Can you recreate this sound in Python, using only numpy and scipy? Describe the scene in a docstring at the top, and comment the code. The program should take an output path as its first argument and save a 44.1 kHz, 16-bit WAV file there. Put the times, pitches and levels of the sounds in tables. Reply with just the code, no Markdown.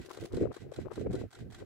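"""Sharp clacks and a whirr, five times a second: a still camera shoots a burst close to the microphone,
on open grassland. Each frame is three clacks (mirror, shutter, mirror return) and the recocking motor.
Uneven wind rumbles and sputters on the microphone ports throughout, over a faint steady hiss.
Brighter clicks, probably a second camera, stop early on."""
import sys
import numpy as np
from scipy.fft import rfft, irfft, next_fast_len
from scipy.io import wavfile
from scipy.ndimage import uniform_filter1d, map_coordinates

SR = 44100
rng = np.random.default_rng(int(sys.argv[2]) if len(sys.argv) > 2 else 0)


def wav_record(signal):
    """Record a signal, one row per channel, as 16-bit PCM in the file named by sys.argv[1]."""
    frames = np.transpose(np.atleast_2d(signal))
    bounded = np.clip(frames, -1, 1)
    # unit amplitude maps onto the largest positive 16-bit level
    quanta = np.round(bounded * 32767).astype(np.int16)
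    wavfile.write(sys.argv[1], SR, quanta)


N = 72765


def amp(db):
    return 10 ** (np.asarray(db) / 20)


def unit_rms(x):
    return x / np.sqrt(np.mean(x ** 2, axis=-1, keepdims=True) + 1e-20)


def along(points, hz):
    """Read a curve of (freq_hz, value) points on a log frequency axis."""
    freqs, values = np.transpose(points)
    return np.interp(np.log(hz + 1), np.log(freqs + 1), values)


def wobble(rate_hz):
    """A smooth random curve with rate_hz knots a second."""
    knots = rng.standard_normal(int(N * rate_hz / SR) + 4)
    return map_coordinates(knots, [np.arange(N) * rate_hz / SR])


def filtered(x, response):
    """Apply a gain given as a function of frequency."""
    size = next_fast_len(N + SR // 2)
    return irfft(rfft(x, size) * response(np.fft.rfftfreq(size, 1 / SR)), size)[..., :N]


def add(track, start_s, sound):
    """Mix a sound in, cut to the ends of the track."""
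    i = round(start_s * SR)
    a, b = max(i, 0), min(i + sound.shape[-1], N)
    if b > a:
        track[..., a:b] += sound[..., a - i:b - i]


# How alike the microphone's two sides are: freq_hz, correlation
STEREO_LIKENESS = [(100, 0), (700, 0), (1400, 0.63), (2300, 0.3), (3300, 0), (15000, 0.14)]
def noise(colour):
    """Coloured stereo noise of rms 1, partly alike left and right."""
    def mid_side_gains(hz):
        angle = np.arccos(np.clip(along(STEREO_LIKENESS, hz), -1, 1)) / 2
        return amp(along(colour, hz)) * [np.cos(angle), np.sin(angle)]
    mid, side = filtered(rng.standard_normal((2, N)), mid_side_gains)
    return unit_rms(np.array([mid + side, mid - side]))


def strike(t, swell_s, t60_s):
    """A contact swells to its peak at t = 0 and dies away."""
    return np.exp(np.minimum(t, 0) / swell_s - np.log(1000) * np.maximum(t, 0) / t60_s)


# Frames of the close camera's burst, already under way: start_s, gain_db
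FRAMES = [(-.0802, 0.5), (0.1144, -1), (0.3119, 1), (0.5089, -2.5), (0.7057, -1), (0.9013, -1), (1.0972, 1),
          (1.295, -2.5), (1.4911, -1.5)]
# Mirror and shutter contacts within a frame: offset_s, level_db, swell_s, t60_s
CONTACTS = [(0.012, -54, .0005, 0.012), (0.019, -55.5, 0.002, .05), (0.032, -53.5, 0.0016, 0.055),
            (.035, -52.5, 0.0013, 0.1), (0.055, -52.5, 0.0013, 0.036), (.058, -54, .001, 0.055),
            (0.068, -63.5, .004, 0.084), (.082, -77, .001, .035), (0.0947, -58, 0.0019, 0.07),
            (0.11, -55.5, .001, 0.027)]
# Spectrum of a clack at close range: freq_hz, gain_db
CLACK_COLOUR = [(200, -41), (700, 15), (1100, 6), (1500, 10), (1900, 6.5), (2300, 4), (2800, -3.5),
                (3250, 6.5), (3600, 4), (4100, 3.5), (5000, 0), (7000, -3.5), (7800, 0.5), (8700, -4.5),
                (11000, -17), (15500, -22.5)]
# Lesser modes of the mirror box, rung with its main ping: pitch_hz, gain_db, t60_s
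BOX_MODES = [(1393, -3.5, 0.048), (3350, -18, 0.075), (4730, -30, 0.0098), (6250, -13.5, 0.031),
             (7300, -13.5, 0.031)]
def shutter():
    """Each contact rattles the camera body; the returning mirror also rings its box."""
    return_s, ring_swell_s, modes_db = 0.0575, 0.00078, -49
    ping_hz, ping_db, ping_t60_s = 4030, -48, 0.019
    t = np.arange(-SR // 50, SR // 8) / SR
    power, ring = np.zeros(N), np.zeros((2, N))

    def mode(hz, t60_s, stereo_cycles):
        return strike(t, ring_swell_s, t60_s) * np.sin(2 * np.pi * (hz * t + rng.random() + stereo_cycles))

    for start_s, frame_db in FRAMES:
        for offset_s, db, swell_s, t60_s in CONTACTS:
            scatter_db = 1.37 * rng.normal()
            contact = amp(db + frame_db + scatter_db) * strike(t, swell_s, t60_s)
            add(power, start_s + offset_s + t[0], contact ** 2)
        modes = sum(amp(db) * mode(hz, t60_s, rng.random((2, 1)) / 5) for hz, db, t60_s in BOX_MODES)
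        ping = mode(ping_hz, ping_t60_s, np.array([[0], [1 / 6]]))
        box = amp(ping_db) * ping + amp(modes_db) * modes
        add(ring, start_s + return_s + t[0], amp(frame_db) * box)
    clacks = np.sqrt(power) * noise(CLACK_COLOUR)
    rattle = unit_rms(amp(1.35 * wobble(1300)))
    return clacks * rattle + ring


# Spectrum of the motor's whirr at close range: freq_hz, gain_db
MOTOR_COLOUR = [(300, -6), (900, -1.5), (1500, -2.5), (2500, 5), (4500, -1), (6300, -4.5), (8000, -4),
                (9200, -16.5), (11500, -20), (15500, -30)]
# Resonances of the motor's housing: pitch_hz, width_hz, gain_db
HOUSING_MODES = [(1430, 67, 5), (1550, 94, 19.5), (1953, 110, 13.5), (2084, 110, 5), (3460, 270, -0.5),
                 (3960, 220, 6), (7370, 320, 3.5)]
def motor():
    """In each frame the motor starts, takes up the spring's load and coasts to rest; its gears chatter."""
    on_s, load_s, stop_s = 0.0583, 0.099, 0.12
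    loaded_db, idle_db, coast_db_per_s = -60, -2.5, 430
    gear_hz, gear_depth = 353.7, 0.12
    t, drive = np.arange(SR // 5) / SR, np.zeros(N)
    load_db = np.interp(t, [on_s - 0.01, on_s, load_s - 0.005, load_s], [-50, idle_db, idle_db, 0])
    coast_db = coast_db_per_s * np.maximum(t - stop_s, 0)
    for start_s, frame_db in FRAMES:
        add(drive, start_s, amp(loaded_db + frame_db + load_db - coast_db))
    tooth_hz = gear_hz * (1 + 0.18 * wobble(50))
    teeth = 1 + gear_depth * np.sin(2 * np.pi * np.cumsum(tooth_hz) / SR)
    flicker = amp(0.5 * wobble(500))

    def housing(hz):
        return amp(sum(db / (1 + (2 * (hz - pitch) / width) ** 2) for pitch, width, db in HOUSING_MODES))

    whirr = filtered(noise(MOTOR_COLOUR), housing)
    return drive * unit_rms(teeth * flicker * whirr)


def turbulence(gusts, churn, eddy_s, flutter_hz):
    """Eddies at each port: noise, evened out over eddy_s, flutters and swells with the gusts."""
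    times, levels, pans = np.transpose(gusts)
    t = np.arange(N) / SR
    level_db, pan_db = np.interp(t, times, levels), np.interp(t, times, pans)
    balance = amp(np.array([pan_db, -pan_db]) / 2)
    balance /= np.sqrt(np.mean(balance ** 2, axis=0))
    local_power = abs(uniform_filter1d(churn ** 2, int(eddy_s * SR)))
    even_churn = churn / np.sqrt(local_power + 1e-6)
    flutter = amp([wobble(flutter_hz), wobble(flutter_hz)])  # about 1 dB
    return amp(level_db) * balance * unit_rms(even_churn * flutter)


# Gusts off the grassland, felt as rumble at the microphone: time_s, level_db, left_minus_right_db
RUMBLE_GUSTS = [(0.0, -44, -11), (0.05, -65, -17), (0.124, -72.5, -26), (0.192, -57, -36),
                (0.216, -44, -23), (0.242, -50.5, -9), (0.284, -69.5, -32), (0.34, -40.5, -5),
                (0.362, -36.5, -13), (0.386, -55, -32), (0.418, -33.5, -4.0), (0.444, -39.5, -9.5),
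                (0.49, -42, -33), (0.564, -75.5, 0), (0.592, -62, -20.0), (0.628, -50, -8),
                (0.716, -55, -38), (0.744, -71, -21), (0.784, -44.5, -21), (0.872, -48.5, -25),
                (0.9, -60, -24), (0.974, -53, -32), (0.992, -40.5, -21), (1.028, -45, 1),
                (1.066, -44.5, 2.5), (1.102, -36, 5), (1.138, -43.5, -4.5), (1.204, -42.5, -43),
                (1.262, -46.5, 3), (1.308, -75, -34.5), (1.378, -61, -41), (1.42, -45, -3),
                (1.53, -54.5, -8), (1.584, -57.5, -4), (1.63, -51.5, -25), (1.65, -58, -28)]
# Spectrum of the rumble: freq_hz, gain_db
RUMBLE_COLOUR = [(15, -43), (30, -16.5), (60, -5.5), (115, 0.5), (170, -10), (260, -9.5), (500, -36),
                 (1500, -88)]
def wind_rumble(gain_db=3):
    """Uneven wind on the microphone makes a deep rumble."""
    return amp(gain_db) * turbulence(RUMBLE_GUSTS, noise(RUMBLE_COLOUR), eddy_s=0.0302, flutter_hz=45)


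# Gusts right on the microphone ports: time_s, level_db, left_minus_right_db
BUFFET_GUSTS = [(0.0, -44.5, 3), (0.032, -61.5, -14), (0.054, -52.5, 29), (0.09, -61.5, 6),
                (0.142, -56, 25), (0.17, -60.5, 34), (0.202, -55, -3), (0.224, -44.5, -5),
                (0.252, -45.5, 2), (0.298, -63, 21), (0.334, -45.5, -8), (0.408, -36.5, -10),
                (0.426, -28.5, -11.5), (0.468, -45.5, 17), (0.486, -49.5, 1), (0.51, -41.5, -1),
                (0.542, -68, 23), (0.574, -52.5, 10), (0.596, -72, 5), (0.614, -53, -14),
                (0.726, -57.5, 70), (0.772, -57.5, 22), (0.79, -40, -2), (0.822, -61, 18),
                (0.836, -53.5, -11), (0.872, -47, 23), (0.89, -65, 22), (0.918, -44, 21.0),
                (0.954, -70, 19), (0.974, -41.5, 2), (1.01, -39.5, -36), (1.046, -41.5, -6),
                (1.07, -30, -6.5), (1.088, -55, -6), (1.102, -33.5, -8), (1.126, -52, 6), (1.138, -40, -4),
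                (1.258, -47.5, -7), (1.29, -85, -24), (1.354, -61.5, 29), (1.4, -54.5, -6),
                (1.474, -55.5, -3), (1.492, -57, -8), (1.552, -65, 2.5), (1.626, -47.5, 4), (1.65, -61, -2)]
# Spectrum of the buffeting at each port: freq_hz, gain_db
LEFT_PORT_COLOUR = [(90, -44), (180, -13.5), (260, -22), (360, -2), (460, -7), (600, -15), (800, -10),
                    (1200, -45), (2500, -31), (6000, -86)]
RIGHT_PORT_COLOUR = [(90, -8.5), (180, -1.5), (270, -2), (370, -2.5), (460, -5), (600, -20), (800, -20.5),
                     (1200, -25.5), (2500, -43), (6000, -86)]
# Overall tone of the buffeting on both sides: freq_hz, gain_db
BUFFET_SHAPE = [(120, -9), (220, -2), (330, 4), (540, 0), (700, -1.5), (900, -17), (2000, -6)]
def wind_buffet(gain_db=0.5):
    """Wind buffets the ports with a hollow sound; each port has its own pitch."""
    hollow = np.array([noise(LEFT_PORT_COLOUR)[0], noise(RIGHT_PORT_COLOUR)[1]])
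    buffet = turbulence(BUFFET_GUSTS, hollow, eddy_s=0.0161, flutter_hz=130)
    return amp(gain_db) * filtered(buffet, lambda hz: amp(along(BUFFET_SHAPE, hz)))


# Background of the open grassland: freq_hz, gain_db
AIR_COLOUR = [(30, 9), (300, -2.5), (1000, 3.5), (1600, 7.5), (2600, -0.5), (5000, -6.5), (8000, -13),
              (12000, -12), (15500, -11)]
def open_air(level_db=-74):
    """A faint, steady hiss lies under everything."""
    return amp(level_db) * noise(AIR_COLOUR)


# Brighter clicks to one side of the microphone: start_s, level_db, t60_s
BRIGHT_CLICKS = [(0.015, -55, 0.03), (0.048, -62, 0.21), (0.059, -49.5, 0.05), (0.093, -53.5, 0.059),
                 (0.101, -55.5, 0.1), (0.1118, -45, 0.03), (0.119, -64, 0.035), (0.13, -56.5, 0.12),
                 (0.135, -60, 0.16), (0.173, -48, 0.013), (.198, -56, 0.12), (0.209, -51, 0.075),
                 (.237, -49, .04), (.2435, -56, 0.09), (0.253, -47.5, .035), (0.258, -44.5, 0.022),
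                 (.268, -63, 0.19)]
# Spectrum of those clicks: freq_hz, gain_db
CLICK_COLOUR = [(300, 6), (1000, 10.5), (2000, 8), (4000, 8), (7000, 3), (10000, -3.5), (13000, -15),
                (15500, -8)]
def second_camera(attack_s=0.00057):
    """A short run of rattling clicks, each rising quickly and dying away."""
    t, power = np.arange(SR // 5) / SR, np.zeros(N)
    rise = 1 - np.exp(-t / attack_s)
    for start_s, db, t60_s in BRIGHT_CLICKS:
        fall = np.exp(-np.log(1000) * t / t60_s)
        add(power, start_s, (amp(db) * rise * fall) ** 2)
    clicks = np.sqrt(power) * noise(CLICK_COLOUR)
    rattle = unit_rms(amp(2.2 * wobble(1100)))
    return clicks * rattle


# Single eddies right on the left port: time_s, snap_db, thump_db
EDDIES = [(0.0886, -38, -32.5), (0.1045, -32, -43), (0.1097, -25, -44), (0.1129, -31, -33),
          (0.1758, -34.5, -30), (0.1891, -40, -29), (0.2283, -57, -25), (0.2469, -55, -27.5),
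          (0.3186, -38, -36), (0.3384, -30, -19), (0.3432, -36, -23.5), (0.374, -34.5, -18.5),
          (0.3822, -36, -17), (0.3938, -54, -30.5), (0.414, -63, -11.5), (0.4284, -55, -16),
          (0.4342, -34.5, -18), (0.4392, -60, -15), (0.4569, -30.5, -14.5), (0.4685, -39, -28),
          (0.4746, -34, -34), (0.5094, -42, -36), (0.518, -28.5, -31), (0.5678, -37.5, -29.5),
          (0.5751, -32, -45), (0.6676, -55, -34.5), (0.6927, -51, -37), (0.7222, -38, -26.5),
          (0.7893, -33.5, -20), (0.8589, -31.5, -25), (0.8664, -56, -28.5), (0.8699, -40, -27),
          (0.8847, -31.5, -51), (0.9081, -33.5, -48), (0.9161, -25.5, -62), (0.9184, -28, -33),
          (0.9207, -37, -31.5), (0.9801, -31.5, -21.5), (1.0144, -63, -21.5), (1.062, -54, -23.5),
          (1.0701, -30, -22.5), (1.109, -51, -33), (1.1453, -34, -15.5), (1.1539, -49, -23),
          (1.2161, -28, -23), (1.2391, -52, -29), (1.4256, -65, -35.5), (1.468, -77, -42),
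          (1.608, -40.5, -59), (1.6248, -37, -32)]
# Tone of the pops at the microphone: freq_hz, gain_db
POP_COLOUR = [(100, -7), (280, -1), (1300, 1.5), (2000, -0.5), (3000, -2.5), (6000, 0)]
def wind_pops(gain_db=-3.5, right_db=-21):
    """An eddy hits the left port: a thump of two or three cycles, a snap on top, weaker snaps around."""
    snap_hz, snap_width_hz, thump_hz, thump_width_hz = 920, 930, 410, 226
    sputter_spread_s, sputter_db, pitch_scatter = 0.005, -8, 0.1
    t, track = np.arange(-SR // 50, SR // 50) / SR, np.zeros(N)

    def swing(hz):
        pitch_hz = hz * np.exp(pitch_scatter * rng.normal())
        return np.cos(2 * np.pi * (pitch_hz * t + rng.random()))

    def snap(delay_s):
        return np.exp(-np.pi * snap_width_hz * abs(t - delay_s)) * swing(snap_hz)

    for time_s, snap_db, thump_db in EDDIES:
        snaps = snap(0) + amp(sputter_db) * sum(map(snap, rng.normal(0, sputter_spread_s, size=3)))
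        thump = np.exp(-(np.pi * thump_width_hz * t) ** 2 / 2) * swing(thump_hz)
        add(track, time_s + t[0], amp(snap_db) * snaps + amp(thump_db) * thump)
    pops = filtered(track, lambda hz: amp(gain_db + along(POP_COLOUR, hz)))
    return pops * amp([[0], [right_db]])


# Balance of the cameras at the microphone: freq_hz, left_minus_right_db
CAMERA_BALANCE = [(500, 2), (1500, -1), (3300, 0.5), (5500, -3.5), (8000, -6.5), (9500, 13), (11500, 22),
                  (15000, 7)]
def scene():
    """The cameras sit to one side, so each port hears its own treble; the wind is on the ports."""
    cameras = shutter() + motor() + second_camera()
    sides = np.array([[0.5], [-0.5]])
    cameras = filtered(cameras, lambda hz: amp(sides * along(CAMERA_BALANCE, hz)))
    return cameras + wind_rumble() + wind_buffet() + wind_pops() + open_air()


def record(dry):
    """Nothing is kept above the band limit."""
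    top_hz = 15750
    return filtered(dry, lambda hz: hz < top_hz)


dry = scene()
out = record(dry)
wav_record(out)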